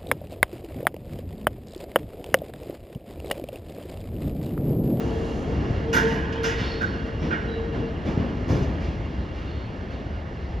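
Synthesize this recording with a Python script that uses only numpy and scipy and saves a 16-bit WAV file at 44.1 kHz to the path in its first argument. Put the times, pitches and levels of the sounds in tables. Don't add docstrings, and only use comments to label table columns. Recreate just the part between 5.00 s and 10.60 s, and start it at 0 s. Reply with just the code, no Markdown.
import sys
import numpy as np
from scipy import signal
from scipy.fft import rfft, irfft, next_fast_len
from scipy.io import wavfile

SR = 44100
rng = np.random.default_rng(int(sys.argv[2]) if len(sys.argv) > 2 else 0)


def int16_out(signal):
    q = np.round(np.clip(np.atleast_2d(signal).T, -1, 1) * 32767)
    wavfile.write(sys.argv[1], SR, q.astype(np.int16))


N = 246939


def from_db(db):
    return 10 ** (np.asarray(db) / 20)


def rms_one(x):
    return x / np.sqrt(np.mean(x ** 2) + 1e-20)


def seconds():
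    return np.arange(N) / SR


def level_in_time(rows):
    return np.interp(seconds(), *np.transpose(rows))


def at_hz(points, hz):
    table_hz, values = np.transpose(points)
    return np.interp(np.log(hz), np.log(np.maximum(table_hz, 1)), values)


def between(levels, anchors_hz, hz):
    place = np.interp(np.log(hz), np.log(anchors_hz), np.arange(len(anchors_hz)))
    k = min(int(place), len(anchors_hz) - 2)
    return levels[k] + (place - k) * (levels[k + 1] - levels[k])


def drift(rate_hz):
    r = np.exp(-80 * np.pi * rate_hz / SR)
    noise = rng.standard_normal(N // 40 + 2002)
    slow = signal.lfilter([1], [1, -2 * r, r * r], noise)[2000:]
    return np.interp(np.arange(N) / 40, np.arange(len(slow)), rms_one(slow))


def resonance(x, hz, width_hz):
    r = np.exp(-np.pi * width_hz / SR)
    numerator = (1 - r * r) / 2 * np.array([1, 0, -1])
    return signal.lfilter(numerator, [1, -2 * r * np.cos(2 * np.pi * hz / SR), r * r], x)


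def narrow_noise(hz, width_hz):
    noise = rng.standard_normal((2, N))
    return rms_one(resonance(resonance(noise, hz, width_hz), hz, 4 * width_hz))


# (time [s], level before the mode offset [dB])
SING_LEVEL = [(0, -51.5), (.9, -51.5), (2.3, -50), (3.4, -53.5), (4.15, -54.5), (4.35, -53.5), (4.7, -55),
              (5.6, -59.5)]
# (frequency [Hz], width [Hz], offset [dB])
SING_MODES = [(2785, 38, -4.5), (2880, 160, -5), (3240, 80, -9)]


def rail_singing(flutter_db):
    level_db, out = level_in_time(SING_LEVEL), 0
    for hz, width_hz, mode_db in SING_MODES:
        gain = from_db(level_db + mode_db + flutter_db * drift(9.3))
        out = out + gain * narrow_noise(hz, width_hz)
    return out


# (start [s], length [s], fade time constant [s], frequency [Hz], width [Hz],
#                  level before flutter [dB])
SQUEALS = [(1.56, 0.2, .16, 4350, 140, -47.5), (1.58, .2, .2, 5300, 150, -57),
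           (1.52, 0.3, .12, 3720, 90, -54), (2.475, 0.04, .14, 3900, 80, -50),
           (2.19, .1, .15, 5500, 200, -60), (4.47, 0.08, .15, 4320, 150, -59),
           (4.925, 0.06, .03, 3700, 45, -58), (4.42, .14, .1, 3640, 45, -62),
           (4.88, .1, .08, 4400, 250, -64)]


def squeals(rise_s, flutter_db):
    t, out = seconds(), 0
    for start_s, length_s, fade_s, hz, width_hz, level_db in SQUEALS:
        rise = np.clip((t - start_s) / rise_s, 0, 1)
        fade = np.exp(-np.maximum(t - start_s - length_s, 0) / fade_s)
        gain = from_db(level_db + flutter_db * drift(10.0))
        out = out + gain * rise * fade * narrow_noise(hz, width_hz)
    return out


# (time [s], level before flutter [dB])
HUM_LEVEL = [(0.0, -38), (0.11, -35), (0.32, -38), (0.34, -48.5), (0.53, -35), (0.55, -49), (0.73, -36.5),
             (0.78, -46), (0.91, -25.5), (1.01, -35), (1.04, -20), (1.11, -31), (1.15, -32.5), (1.27, -46),
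             (1.32, -31.5), (1.36, -38.5), (1.41, -27), (1.49, -26), (1.54, -42), (1.57, -31), (1.64, -45),
             (1.74, -33), (1.91, -49), (2.08, -39), (2.24, -45), (2.27, -42), (2.31, -62), (2.5, -33.5),
             (2.55, -34.5), (2.6, -28), (2.67, -34.5), (2.71, -36.5), (2.78, -45), (2.84, -34.5),
             (3.07, -56), (3.09, -45.5), (3.5, -47)]
HUM_MEAN_HZ = 455


def gear_hum(waver_hz, flutter_db, octave_db, octave_fade_db_per_s):
    level_db = level_in_time(HUM_LEVEL + [(3.7, -72)]) + flutter_db * drift(17.0)
    phase = 2 * np.pi * np.cumsum(HUM_MEAN_HZ + waver_hz * drift(21.8)) / SR
    phases = np.array([phase, phase + 3 * drift(3.2)])
    octave_gain = from_db(octave_db - octave_fade_db_per_s * np.maximum(seconds() - 1.5, 0))
    tone = np.sin(phases) + octave_gain * np.sin(2 * phases)
    return np.sqrt(2) * from_db(level_db) * tone


# (time [s], peak level [dB], frequency [Hz])
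THUMPS = [(0.661, -22, 110), (0.705, -8, 120), (1.142, -18, 108), (1.615, -11.5, 134), (2.606, -17.5, 53.4),
          (2.801, -15, 88), (3.081, -22.5, 91.5), (3.175, -8, 155), (3.229, -17, 182), (3.5, -10.5, 75.6),
          (3.53, -16.5, 140), (3.62, -18, 110), (3.678, -14, 86.5), (3.803, -17, 55.7), (3.883, -15, 120),
          (3.994, -15, 88), (4.178, -18, 80), (4.449, -15.5, 61)]


def thumps(cycles):
    out = np.zeros((2, N))
    for start_s, peak_db, hz in THUMPS:
        turns = np.arange(int(12 * cycles * SR / hz)) * hz / SR
        envelope = turns / cycles * np.exp(1 - turns / cycles)
        push = from_db(peak_db) * np.sin(2 * np.pi * turns) * envelope
        at = int(start_s * SR)
        out[0, at:at + len(push)] += push[:N - at]
    return out


# (time [s], rail clank [dB],
#   burst thud [dB], burst ring [dB], mean dullness above the ring [dB/octave], burst t60 [s],
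#   extra ring of the lowest resonances [dB], of the high resonances [dB], of the upper clank [dB])
BLOWS = [(0.927, -17.5, -31.5, -29, 5.5, 0.32, 8, 4.5, -3),
         (0.942, -8.5, -17, -36.5, -1, 0.23, -9, 0, -6.5), (1.068, -33.5, -32, -44, 6, 0.34, -8, 3, 5.5),
         (1.103, -39, -20, -43.5, 5.5, 0.45, 7, 0, 6), (1.323, -33, -39, -38.5, 16, 0.083, 13, 4.5, -1),
         (1.43, -22.5, -34, -33, 7, 0.17, -7, -2.5, 0), (1.438, -21.5, -28.5, -33, 8.5, 0.37, 1, 7, 1.5),
         (1.5673, -35, -31, -31.5, 22, 0.92, 3, -5.5, 4), (1.811, -18, -28, -39.5, 9, 0.2, -9, -3.5, -7.5),
         (2.058, -54, -40, -49, 9, 0.1, 3, -6, -2), (2.216, -43, -20, -39.5, 20, 0.46, -4, -4, -1),
         (2.3027, -17, -27, -38.5, 34, 0.29, -17.5, 5, -4), (2.325, -35.5, -42, -53, 27, 0.4, -12, -2, 11),
         (2.725, -42, -19.5, -43, 18.5, 0.51, -2, -12, 2), (3.048, -48, -17, -40.5, 13, 0.55, 10, -3, -0.5),
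         (3.1665, -54, -20, -45, 27, 0.63, -3.5, -1, 1.5),
         (3.478, -46, -14.5, -38.5, 8.5, 0.73, 3, -3, 9.5),
         (3.6194, -43, -31, -56.5, 9, 0.17, 1, 12.5, -3.5), (3.798, -53, -47, -41.5, 16, 0.75, -2, -7, 2),
         (4.3326, -48, -39, -46, 15.5, 1, 1, -2.5, 4), (4.904, -46, -33, -48, 13, 0.31, -5, -4.5, 1)]
BURST_HZ = [270, 750, 2800, 5500, 11000]
KNOCK_SHARE, KNOCK_DB = 0.38, -4
CRACK_SHARE = 0.42


def blow_levels(hz):
    thud, ring, dullness = np.transpose(BLOWS)[2:5]
    knock = thud + KNOCK_SHARE * (ring - thud) + KNOCK_DB
    crack, tick = ring - CRACK_SHARE * dullness, ring - 2 * dullness
    return between([thud, knock, ring, crack, tick], BURST_HZ, hz)


# (frequency [Hz], t60 [s])
TUNNEL_T60 = [(60, 1.7), (500, 1.14), (1500, 1.57), (5000, 0.92), (12000, 0.18)]
BUILD_UP = 0.028
BASS_LAG_CYCLES = 1.5
STEP = 32


def echo_power(blow_db, hz, tail_db):
    start_s, burst_t60_s = np.array(BLOWS)[:, [0]], np.array(BLOWS)[:, [5]]
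    since_s = np.maximum(np.arange(0, N + STEP, STEP) / SR - start_s, 0)
    pile_up_s = BUILD_UP * burst_t60_s + BASS_LAG_CYCLES / hz
    pile_up = (1 - np.exp(-since_s / pile_up_s)) ** 2
    burst = from_db(-120 * since_s / burst_t60_s)
    tail = from_db(2 * tail_db - 120 * since_s / at_hz(TUNNEL_T60, hz))
    power = from_db(2 * blow_db) @ (pile_up * (burst + tail))
    return np.interp(np.arange(N) / STEP, np.arange(since_s.shape[1]), power)


# (frequency [Hz], width [Hz],
#   level re clank or, above CLANK_TOP_HZ, re burst [dB], tunnel tail re burst decay [dB])
RAIL = [(899, 18, -21, -6), (1021, 24, -25, -4), (1421, 70, -8, -17), (1528, 80, -7, -18),
        (1660, 79, -22, 3.5), (1869, 24, -20, -5), (1870, 70, -23, -14.5), (1936, 110, -21.5, -3.5),
        (2155, 49, -22, -10.5), (2346, 30, -8.5, -10.5), (2537, 51, -14, -5.5), (2830, 19, -8, -15),
        (2990, 64, -16.5, 0), (3224, 56, -18.5, -2.5), (3430, 38, -13, -13.5), (3585, 43, -21, -6),
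        (3630, 120, -21.5, -3), (4250, 43, -29, -11), (4970, 160, -11.5, -14.5), (5320, 280, -12.5, -12.5),
        (6120, 650, -6, -21.5)]
CLANK_LOW_HZ, CLANK_MID_HZ, CLANK_TOP_HZ = 1200, 1600, 2200


def rail_ringing(rattle_db):
    blows, out = np.transpose(BLOWS), 0
    clank_db, low_db, high_db, upper_db = blows[[1, 6, 7, 8]]
    spread_db = rng.normal(0, 2.0, (len(BLOWS), len(RAIL)))
    for k, (hz, width_hz, level_db, tail_db) in enumerate(RAIL):
        drive_db = clank_db if hz < CLANK_TOP_HZ else blow_levels(hz) + high_db
        if hz < CLANK_LOW_HZ:
            drive_db = drive_db + low_db
        if CLANK_MID_HZ < hz < CLANK_TOP_HZ:
            drive_db = drive_db + upper_db
        power = echo_power(drive_db + level_db + spread_db[:, k], hz, tail_db)
        out = out + narrow_noise(hz, width_hz) * np.sqrt(power)
    return out * from_db(rattle_db * drift(30.0))


# (frequency [Hz], start level before swell and colour [dB], fade [dB/s])
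ROLL_FADE = [(80, -29.5, .5), (316, -28, 1.5), (2397, -45.5, 0.16), (10860, -84.5, 1.5)]
# (time [s], offset [dB])
ROLL_SWELL = [(0, 1), (.45, 0), (.55, 2), (.75, 2.5), (.87, 0.5), (1.3, -1.5), (2.0, -1), (2.9, -0.5),
              (3.7, 2), (4.3, -0.5), (5.6, -0.5)]
NEAR_AIR_DB = 23.5
NEAR_AIR_END_S, NEAR_AIR_FADE_S = .52, .12


def rolling_db(hz):
    anchor_hz, start_db, fade_db_per_s = np.transpose(ROLL_FADE)
    t = seconds()
    near = .5 - .5 * np.tanh((t - NEAR_AIR_END_S) / NEAR_AIR_FADE_S)
    air_db = between([0, NEAR_AIR_DB], [5000, 11000], hz) * near
    faded_db = between(start_db, anchor_hz, hz) - between(fade_db_per_s, anchor_hz, hz) * t
    return faded_db + level_in_time(ROLL_SWELL) + air_db


# (frequency [Hz], offset [dB])
ROLL_COLOUR = [(25, -2.5), (40, -6), (63, -2), (110, -8.5), (200, -7.5), (350, -8), (600, -8),
               (1000, -10.5), (1500, -6), (2800, -10), (4000, 0.5), (5500, 5), (8000, -0.5), (11000, -15),
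               (14500, -16)]
BAND_EDGES_HZ = 22 * 2 ** (np.arange(30) / 3)
TAIL_DB = -5.5


def wheels(patchy_db):
    white, together, out = rng.standard_normal((2, 2, N)), drift(2.4), 0
    for k, (low_hz, high_hz) in enumerate(zip(BAND_EDGES_HZ, BAND_EDGES_HZ[1:])):
        hz = np.sqrt(low_hz * high_hz)
        band_filter = signal.butter(2, [low_hz, high_hz], "band", fs=SR, output="sos")
        band = signal.sosfilt(band_filter, white[k % 2])
        patches_db = patchy_db * (0.18 * together + drift(5.1))
        steady_db = rolling_db(hz) + at_hz(ROLL_COLOUR, hz) + patches_db
        bass_db = -4.5 * max(np.log2(210 / hz), 0)
        burst_db = blow_levels(hz) - 9.0 + bass_db
        power = from_db(2 * steady_db) + echo_power(burst_db, hz, TAIL_DB)
        out = out + np.sqrt(power) * rms_one(band)
    return out


def scene():
    tones = rail_singing(flutter_db=2.2) + squeals(rise_s=0.015, flutter_db=2.5)
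    tones = tones + gear_hum(waver_hz=4.38, flutter_db=2.3, octave_db=-24.5, octave_fade_db_per_s=3.5)
    blows = thumps(cycles=0.24) + rail_ringing(rattle_db=1.0)
    return tones + blows + wheels(patchy_db=1.05)


# (frequency [Hz], likeness [0-1])
LIKENESS = [(60, .99), (300, .94), (600, .8), (1000, .65), (1250, .2), (1450, .93), (1580, .9), (1680, .55),
            (2100, .95), (3300, .95), (3600, 1), (5000, 1), (5400, .87), (7400, .8), (7900, 1), (9100, 1),
            (10000, .6), (11000, 1), (13000, 1), (13600, .7), (14500, 1)]
# (frequency [Hz], lead [rad])
PORT_PHASE = [(0, 0), (950, .3), (1210, -.2), (1330, -2.7), (1570, -2.9), (1650, -3.5), (1810, -6.1),
              (3300, -6.1), (3600, -2 * np.pi), (5080, -2 * np.pi), (5770, -7.2), (6800, -7.2),
              (7900, -3 * np.pi), (9000, -3 * np.pi), (11000, -4 * np.pi), (13000, -4 * np.pi),
              (14500, -5 * np.pi)]
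# (frequency [Hz], left over right [dB])
PORT_BALANCE = [(100, .5), (700, 2), (1150, 1), (1500, -9), (1900, -7), (2300, -2), (3300, 0)]
LOW_CUT_HZ, HIGH_CUT_HZ = 57, 14580


def record(dry):
    size = next_fast_len(N + 4096)
    hz = np.maximum(np.arange(size // 2 + 1) * SR / size, 1)
    shared, diffuse = rfft(dry, size)
    alike = at_hz(LIKENESS, hz)
    shared = np.sqrt((1 + alike) / 2) * shared
    diffuse = np.sqrt((1 - alike) / 2) * diffuse
    lean = from_db(at_hz(PORT_BALANCE, hz) / 2)
    lead = np.exp(1j * np.interp(hz, *np.transpose(PORT_PHASE)))
    left, right = (shared + diffuse) * lean * lead, (shared - diffuse) / lean
    ports = irfft([left, right], size)[:, :N]
    low_cut = signal.butter(3, LOW_CUT_HZ, "high", fs=SR, output="sos")
    high_cut = signal.ellip(10, .5, 60, HIGH_CUT_HZ, fs=SR, output="sos")
    return signal.sosfilt(high_cut, signal.sosfilt(low_cut, ports))


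dry = scene()
out = record(dry)
int16_out(out)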